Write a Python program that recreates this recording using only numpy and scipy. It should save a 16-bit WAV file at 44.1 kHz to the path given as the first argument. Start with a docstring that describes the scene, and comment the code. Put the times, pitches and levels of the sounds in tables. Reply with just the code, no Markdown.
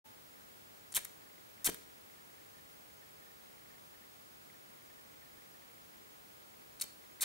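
"""A quiet room, close to a camera's stereo microphone: a flint lighter is struck four times, a little to
the left. Its toothed wheel rasps over the flint, ringing wheel and case, and the gas lever clicks under
the thumb. The second strike lights the gas with a soft pop. Behind it are room air, microphone hiss,
a thin electronic whine and the faint ticking of the camera's focus motor."""
import sys
import numpy as np
from scipy import signal
from scipy.fft import rfft, irfft, next_fast_len
from scipy.io import wavfile
from scipy.ndimage import uniform_filter1d

SR = 44100
rng = np.random.default_rng(int(sys.argv[2]) if len(sys.argv) > 2 else 0)


def dump_mix(stems):
    """Bounce the given channels to the path in sys.argv[1] as a 16-bit WAV at rate SR."""
    frames = np.atleast_2d(stems).T  # one column per channel
    limited = np.clip(frames, -1, 1)  # hard clip at full scale
    pcm = np.round(limited * 32767).astype(np.int16)
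    wavfile.write(sys.argv[1], SR, pcm)


N = 319284
TIME = np.arange(N) / SR


def from_db(db):
    """Decibels to gain."""
    return 10 ** (np.asarray(db) / 20)


def rms_one(x):
    """Scale to unit power."""
    return x / np.sqrt(np.mean(x ** 2) + 1e-20)


def at_hz(points, hz):
    """Read a table on a log-frequency axis."""
    knots, values = np.transpose(points)
    return np.interp(np.log(hz + 1), np.log(knots), values)


def stereo(mid, side):
    """Left and right from mid and side."""
    return np.array([mid + side, mid - side])


def filtered(x, response):
    """Apply a frequency response, given as a function of Hz."""
    size = 2 * next_fast_len(N // 2 + SR // 2)
    return irfft(rfft(x, size) * response(np.fft.rfftfreq(size, 1 / SR)))[..., :N]


def coloured(x, spectrum):
    """Causal (minimum-phase) filter that keeps the power of white noise."""
    def response(hz):
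        cepstrum = irfft(np.log(rms_one(from_db(at_hz(spectrum, hz)))))
        cepstrum[1:len(hz) - 1] *= 2
        cepstrum[len(hz):] = 0
        return np.exp(rfft(cepstrum))
    return filtered(x, response)


def resonate(x, modes):
    """Parallel resonances of alternating sign, scaled by their combined noise power."""
    out, power = 0, 0
    x = x + 1e-12 * rng.standard_normal(N)
    for k, (hz, width_hz, db) in enumerate(modes):
        radius = np.exp(-np.pi * width_hz / SR)
        gain = from_db(db) * (-1) ** k * (1 - radius ** 2) / 2
        feedback = [1, -2 * radius * np.cos(2 * np.pi * hz / SR), radius ** 2]
        out = out + signal.lfilter([gain, 0, -gain], feedback, x)
        power += from_db(db) ** 2 * np.pi * width_hz / SR
    return out / np.sqrt(power)


def bursts(starts, levels_db, length_s, rise_s, fall_s):
    """Envelope of bursts that rise, hold until length_s and die away; their powers add."""
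    power = np.zeros(N)
    for start, db in zip(starts, levels_db):
        span = slice(max(int(start * SR), 0), int(start * SR) + SR // 10)
        age = TIME[span] - start
        fall = np.exp(-np.maximum(age - length_s, 0) / fall_s)
        power[span] += (from_db(db) * np.clip(age / rise_s, 0, 1) * fall) ** 2
    return np.sqrt(power)


def evened(x, samples):
    """Hold the power steady over a short window, keeping the finer grain."""
    return x / np.sqrt(np.maximum(uniform_filter1d(x ** 2, samples), 1e-12))


# Room tone and hiss at the microphone, mid and side: frequency_hz, relative_db
AIR_MID = [(20, -16), (45, -4), (90, 0.5), (180, 0.5), (380, -1), (700, -4.5), (1500, -7), (3000, -9),
           (6000, -11), (16000, -11)]
AIR_SIDE = [(20, -32), (45, -24), (100, -9.5), (180, -3), (500, 0.5), (1000, -1.5), (2000, -6),
            (4000, -13.5), (9000, -22), (14500, -28.5), (16000, -53)]

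def room_tone(mid_db, side_db, whine_db, whine_hz):
    """Wide room air under centred microphone hiss and the whine of the electronics."""
    mid = from_db(mid_db) * coloured(rng.standard_normal(N), AIR_MID)
    side = from_db(side_db) * coloured(rng.standard_normal(N), AIR_SIDE)
    whine = from_db(whine_db) * np.sqrt(2) * np.sin(2 * np.pi * whine_hz * TIME)
    return stereo(mid + whine, side)


def faint_ring(pitch_hz, level_db, t60_s):
    """A faint centred tone that dies away in the first moments."""
    return from_db(level_db - 60 * TIME / t60_s) * np.sin(2 * np.pi * pitch_hz * TIME)


# Spells of focus hunting, in the camera itself: start_s, end_s, tick_db (before kick_db), pip_share
FOCUS_HUNTS = [(0, 1.2, -71.5, 0), (1.2, 4.053, -68.5, .22), (4.48, 5.894, -70, .11), (5.9, 7.24, -70, 0)]
# The longest moves of the lens: start_s, tick_db (before kick_db)
FOCUS_JUMPS = [(1.38, -61), (1.58, -62), (4.04, -64), (4.5, -62), (7.04, -63), (7.12, -65), (7.2, -55)]
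# Resonances of the lens mount: pitch_hz, width_hz, relative_db
MOUNT_MODES = [(2024, 180, 8), (2360, 180, 0)]

def focus_motor(step_s, spread_db, kick_db, moving_share, pip_hz, pip_db):
    """The lens steps on a steady clock, resting on some beats; steps kick its mount, some beats pip."""
    steps = np.arange(step_s / 2, N / SR, step_s)
    strength, rest, sing = rng.random((len(steps), 3)).T
    kicks, pip_starts = np.zeros(N), []
    for start, end, tick_db, pip_share in FOCUS_HUNTS:
        hunting = (steps >= start) & (steps < end)
        moves = hunting & (rest < moving_share)
        scatter_db = spread_db * (2 * strength[moves] - 0.5)
        kicks[(steps[moves] * SR).astype(int)] = from_db(tick_db + scatter_db)
        pip_starts.extend(steps[hunting & (sing < pip_share)] + 0.0026)
    for start, tick_db in FOCUS_JUMPS:
        kicks[int(start * SR)] = from_db(tick_db)
    ticks = resonate(from_db(kick_db) * kicks, MOUNT_MODES)
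    pips = bursts(pip_starts, [pip_db] * len(pip_starts), length_s=0.012, rise_s=0.0017, fall_s=0.0027)
    return ticks + pips * np.sqrt(2) * np.sin(2 * np.pi * pip_hz * TIME)


def flint_grit(chips_per_s, spread_db, friction_db):
    """Teeth tear chips of uneven size off the flint, over smooth friction."""
    chips = (rng.random(N) < chips_per_s / SR) * rng.choice([-1, 1], N)
    sizes = from_db(spread_db * rng.standard_normal(N))
    friction = from_db(friction_db) * rng.standard_normal(N)
    return evened(chips * sizes + friction, samples=180)


def thumb_pressure(timing, peak_db, shape, rise_s=0.0016, fall_s=0.0018):
    """Envelope of one turn: it swells, sags, drops as the thumb slides off, runs on weakly and stops."""
    start, length, run_on = timing
    peak_share, swell_db, sag_db, drop_db = shape
    span = slice(int(start * SR), int(start * SR) + SR // 10)
    age, envelope = TIME[span] - start, np.zeros(N)
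    knots = [0, peak_share * length, length, length + fall_s]
    db = peak_db - np.interp(age, knots, [swell_db, 0, sag_db, sag_db + drop_db])
    fall = np.exp(-np.maximum(age - length - run_on, 0) / fall_s)
    envelope[span] = from_db(db) * np.clip(age / rise_s, 0, 1) * fall
    return envelope


# Steel on flint, heard close up: frequency_hz, relative_db
RASP_SPECTRUM = [(300, -26), (2500, -11.5), (5000, -18.5), (5650, -6), (6050, -6.5), (6900, -3), (8700, 0),
                 (10200, 1.5), (12200, 1), (13500, 2.5), (14900, -1), (15600, -12)]
# Resonances of the wind hood: pitch_hz, width_hz, relative_db
HOOD_MODES = [(9120, 390, 12), (12000, 280, -7), (13000, 300, -33)]

def bright_metal(force, edge, hood_db, edge_hz=10500):
    """Flint and steel with the short ring of the hood; a harder bite (edge) fills the top octave."""
    drive = edge + filtered(force - edge, lambda hz: 1 / (1 + (hz / edge_hz) ** 16))   # crossover
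    return coloured(drive, RASP_SPECTRUM) + from_db(hood_db) * resonate(drive, HOOD_MODES)


# Turns of the wheel near the microphone; the two shortest are nudges before a strike. Levels are relative:
# start_s, length_s, run_on_s, rasp_db, edge_db (over the rasp), wheel_db, case_db, wheel_pitch_ratio
WHEEL_TURNS = [(0.9197, 0.0075, 0.008, -44, -11, -63, -57, .875),
               (0.9465, 0.034, 0.012, -30, 2, -36.5, -38, .84),
               (1.6444, 0.034, 0.0207, -27.5, 1.5, -38, -35.5, 0.98),
               (6.7968, 0.0053, 0.0093, -43, -11, -45, -55, 1.0),
               (6.81, 0.015, 0.016, -31.5, -1.5, -38, -49.5, 1.0),
               (7.2076, 0.031, .01, -30.5, -1, -37.5, -38.5, 0.98)]
# How each part follows the thumb through a turn: peak_share, swell_db, sag_db, drop_db
RASP_SWELL = (0.64, 5.5, 7.1, 8)
EDGE_SWELL = (0.61, 12, 14.5, 3.5)
WHEEL_SWELL = (0.86, 7.7, 4.3, 24)
CASE_SWELL = (.74, 35, 4.4, 8.3)
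# Resonances of wheel and case: pitch_hz, width_hz, relative_db
WHEEL_MODES = [(3730, 220, -1), (4270, 420, 0)]
CASE_MODES = [(1210, 1100, -6.5), (1840, 176, 2.5), (2306, 170, -2.5), (3126, 170, 5)]

def spark_wheel():
    """Each turn drags the teeth over the flint; returns the rasp and the ringing of wheel and case."""
    teeth = flint_grit(chips_per_s=4000, spread_db=6.0, friction_db=-8.0)
    scrape, edge, case_force, wheel_ring = np.zeros((4, N))
    for *timing, rasp_db, edge_db, wheel_db, case_db, pitch_ratio in WHEEL_TURNS:
        scrape += teeth * thumb_pressure(timing, rasp_db, RASP_SWELL)
        edge += teeth * thumb_pressure(timing, rasp_db + edge_db, EDGE_SWELL)
        case_force += teeth * thumb_pressure(timing, case_db, CASE_SWELL)
        wheel_force = teeth * thumb_pressure(timing, wheel_db, WHEEL_SWELL)
        gripped_modes = np.array(WHEEL_MODES) * [pitch_ratio, 1, 1]   # the grip shifts the pitch
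        wheel_ring += resonate(wheel_force, gripped_modes)
    rasp = from_db(-0.5) * bright_metal(scrape, edge, hood_db=-16.0)
    return rasp, wheel_ring + resonate(case_force, CASE_MODES)


# Close, dry clicks: start_s, snap_db (relative), edge_db and knock_db (both over the snap)
CLICKS = [(0.9271, -36, -12, -13), (0.9405, -41.5, -4, -3), (0.9663, -28.5, 3, -1), (0.987, -37, -1, -12),
          (1.0483, -35.5, 3, -27), (1.0513, -32.5, 0.5, -13.5), (1.6449, -26, -4, -20),
          (1.674, -36, -2, -22), (1.6946, -37, 0, 1), (1.6983, -35, 3, -8), (1.745, -43, 11, -4),
          (6.812, -23.5, -16, -37), (6.841, -43, 5, -7), (7.221, -25, -6, -25)]

def clicks():
    """A tooth catches or the lever snaps; returns the snap and the knock it gives case and wheel."""
    starts, snap_db, edge_db, knock_db = np.transpose(CLICKS)
    contact = evened(rng.standard_normal(N), samples=16)
    force, edge, knock = [contact * bursts(starts, db, length_s=0.0003, rise_s=0.0001, fall_s=0.0008)
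                          for db in (snap_db, snap_db + edge_db, snap_db + knock_db)]
    snap = from_db(-2.3) * bright_metal(force, edge, hood_db=-3.5)
    return snap, from_db(2.5) * resonate(knock, CASE_MODES + WHEEL_MODES)


# The thumb landing on the lever, centred at the microphone: start_s, level_db
THUMB_LANDINGS = [(0.971, -46), (1.671, -41), (6.8387, -57.5), (7.229, -56)]
# The dull colour of thumb and gas: frequency_hz, relative_db
THUMP_SPECTRUM = [(25, 0), (70, -18), (130, 4), (200, -2), (400, -5), (650, -2.5), (1200, -14), (4000, -79)]

def thumb_and_gas(rush_s, rush_db):
    """Short low puffs: the thumb lands at each strike, and the gas rushes as it catches."""
    starts, levels_db = np.transpose(THUMB_LANDINGS)
    thumb = bursts(starts, levels_db, length_s=0.007, rise_s=0.0047, fall_s=0.0016)
    rush = bursts([rush_s], [rush_db], length_s=0.0154, rise_s=0.0088, fall_s=0.0012)
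    rumble = evened(coloured(rng.standard_normal(N), THUMP_SPECTRUM), samples=400)
    return rumble * np.hypot(thumb, rush)


# Low resonances of the flame's pop and of the room around it: pitch_hz, width_hz, relative_db
POP_MODES = [(194, 46, 1), (437, 48, 6)]
ROOM_MODES = [(182, 15, 0)]

def ignition(start_s, pop_db, boom_db):
    """The gas catches with one soft pressure pulse, and a low room mode hums on after it."""
    pulse = np.zeros(N)
    pulse[int(start_s * SR)] = 1
    return from_db(pop_db) * resonate(pulse, POP_MODES) + from_db(boom_db) * resonate(pulse, ROOM_MODES)


# Phase between the capsules: frequency_hz, left_lead_rad
CAPSULE_PHASE = [(40, -1), (200, -2), (500, -2.5), (1200, -1.7), (3000, -1.2), (4400, 0.75), (5800, 0.9),
                 (7200, -1.7), (9500, 1.1), (15000, 0)]
# Balance between the capsules: frequency_hz, left_minus_right_db
CAPSULE_BALANCE = [(200, -2), (4300, 0), (5500, 5), (6800, 7), (8500, 4.5), (11000, 1), (14000, 1),
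                   (16000, -8)]

def at_microphone(x):
    """The direct sound reaches the two capsules with different phase and strength."""
    def response(hz):
        left = np.sqrt(from_db(at_hz(CAPSULE_BALANCE, hz))) * np.exp(0.5j * at_hz(CAPSULE_PHASE, hz))
        right = 1 / left
        return np.array([left, right]) / np.abs((left + right) / 2)
    return filtered(x, response)


# Colour of the echoes back at the microphone: frequency_hz, gain_db
ECHO_COLOUR = [(100, 7), (500, 11.5), (1000, -1.5), (2000, 4.5), (3200, 1.5), (4700, 5), (6500, -0.5),
               (9000, -4.5), (11500, -6.5), (16000, -12)]
# Their stereo width: frequency_hz, side_minus_mid_db
ECHO_WIDTH = [(100, -9), (500, 6), (1500, 2), (4000, -1), (8000, -2), (15000, -12)]

def echoes(x, t60_s, wet_db, first_echo_s):
    """Diffuse echoes from all sides, duller than the direct sound."""
    decay = from_db(-60 * TIME / t60_s) * np.clip(TIME / first_echo_s - 1, 0, 1)
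    tails = [rms_one(decay * rng.standard_normal(N)) / np.sqrt(N) for _ in range(2)]
    mid, side = [signal.fftconvolve(x, tail)[:N] for tail in tails]
    side = filtered(side, lambda hz: from_db(at_hz(ECHO_WIDTH, hz)))
    return filtered(stereo(mid, side), lambda hz: from_db(wet_db + at_hz(ECHO_COLOUR, hz)))


def scene():
    """The lighter up close, quick echoes off hand and camera, the walls beyond, and the background."""
    ignition_s = 1.6905
    rasp, ring = spark_wheel()
    snap, knock = clicks()
    sharp, body = rasp + snap, ring + knock
    puffs = thumb_and_gas(rush_s=ignition_s - 0.01, rush_db=-41.5)
    direct = at_microphone(sharp + body) + puffs + ignition(ignition_s, pop_db=-19.0, boom_db=-25.5)
    nearby = echoes(sharp + body, t60_s=0.029, wet_db=-16.0, first_echo_s=0.00013)
    # the walls get mostly the sharp part; the ringing body reaches them weaker
    to_walls = sharp + from_db(-3.0) * body + from_db(-5.0) * puffs
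    walls = echoes(to_walls, t60_s=0.42, wet_db=-13.0, first_echo_s=0.0026)
    air = room_tone(mid_db=-61.5, side_db=-59.0, whine_db=-66.5, whine_hz=15625)
    lens = focus_motor(step_s=0.04, spread_db=4.0, kick_db=22.5, moving_share=0.78,
                       pip_hz=1802, pip_db=-68)
    return direct + nearby + walls + air + lens + faint_ring(pitch_hz=876, level_db=-54.0, t60_s=0.4)


def record(dry):
    """The microphone input opens after a moment; the top is cut steeply."""
    cutoff_hz = 15950
    opened = np.clip((TIME - 0.042) / 0.018, 0, 1)
    return filtered(dry * opened, lambda hz: 1 / np.hypot(1, (hz / cutoff_hz) ** 150))


dry = scene()
out = record(dry)
dump_mix(out)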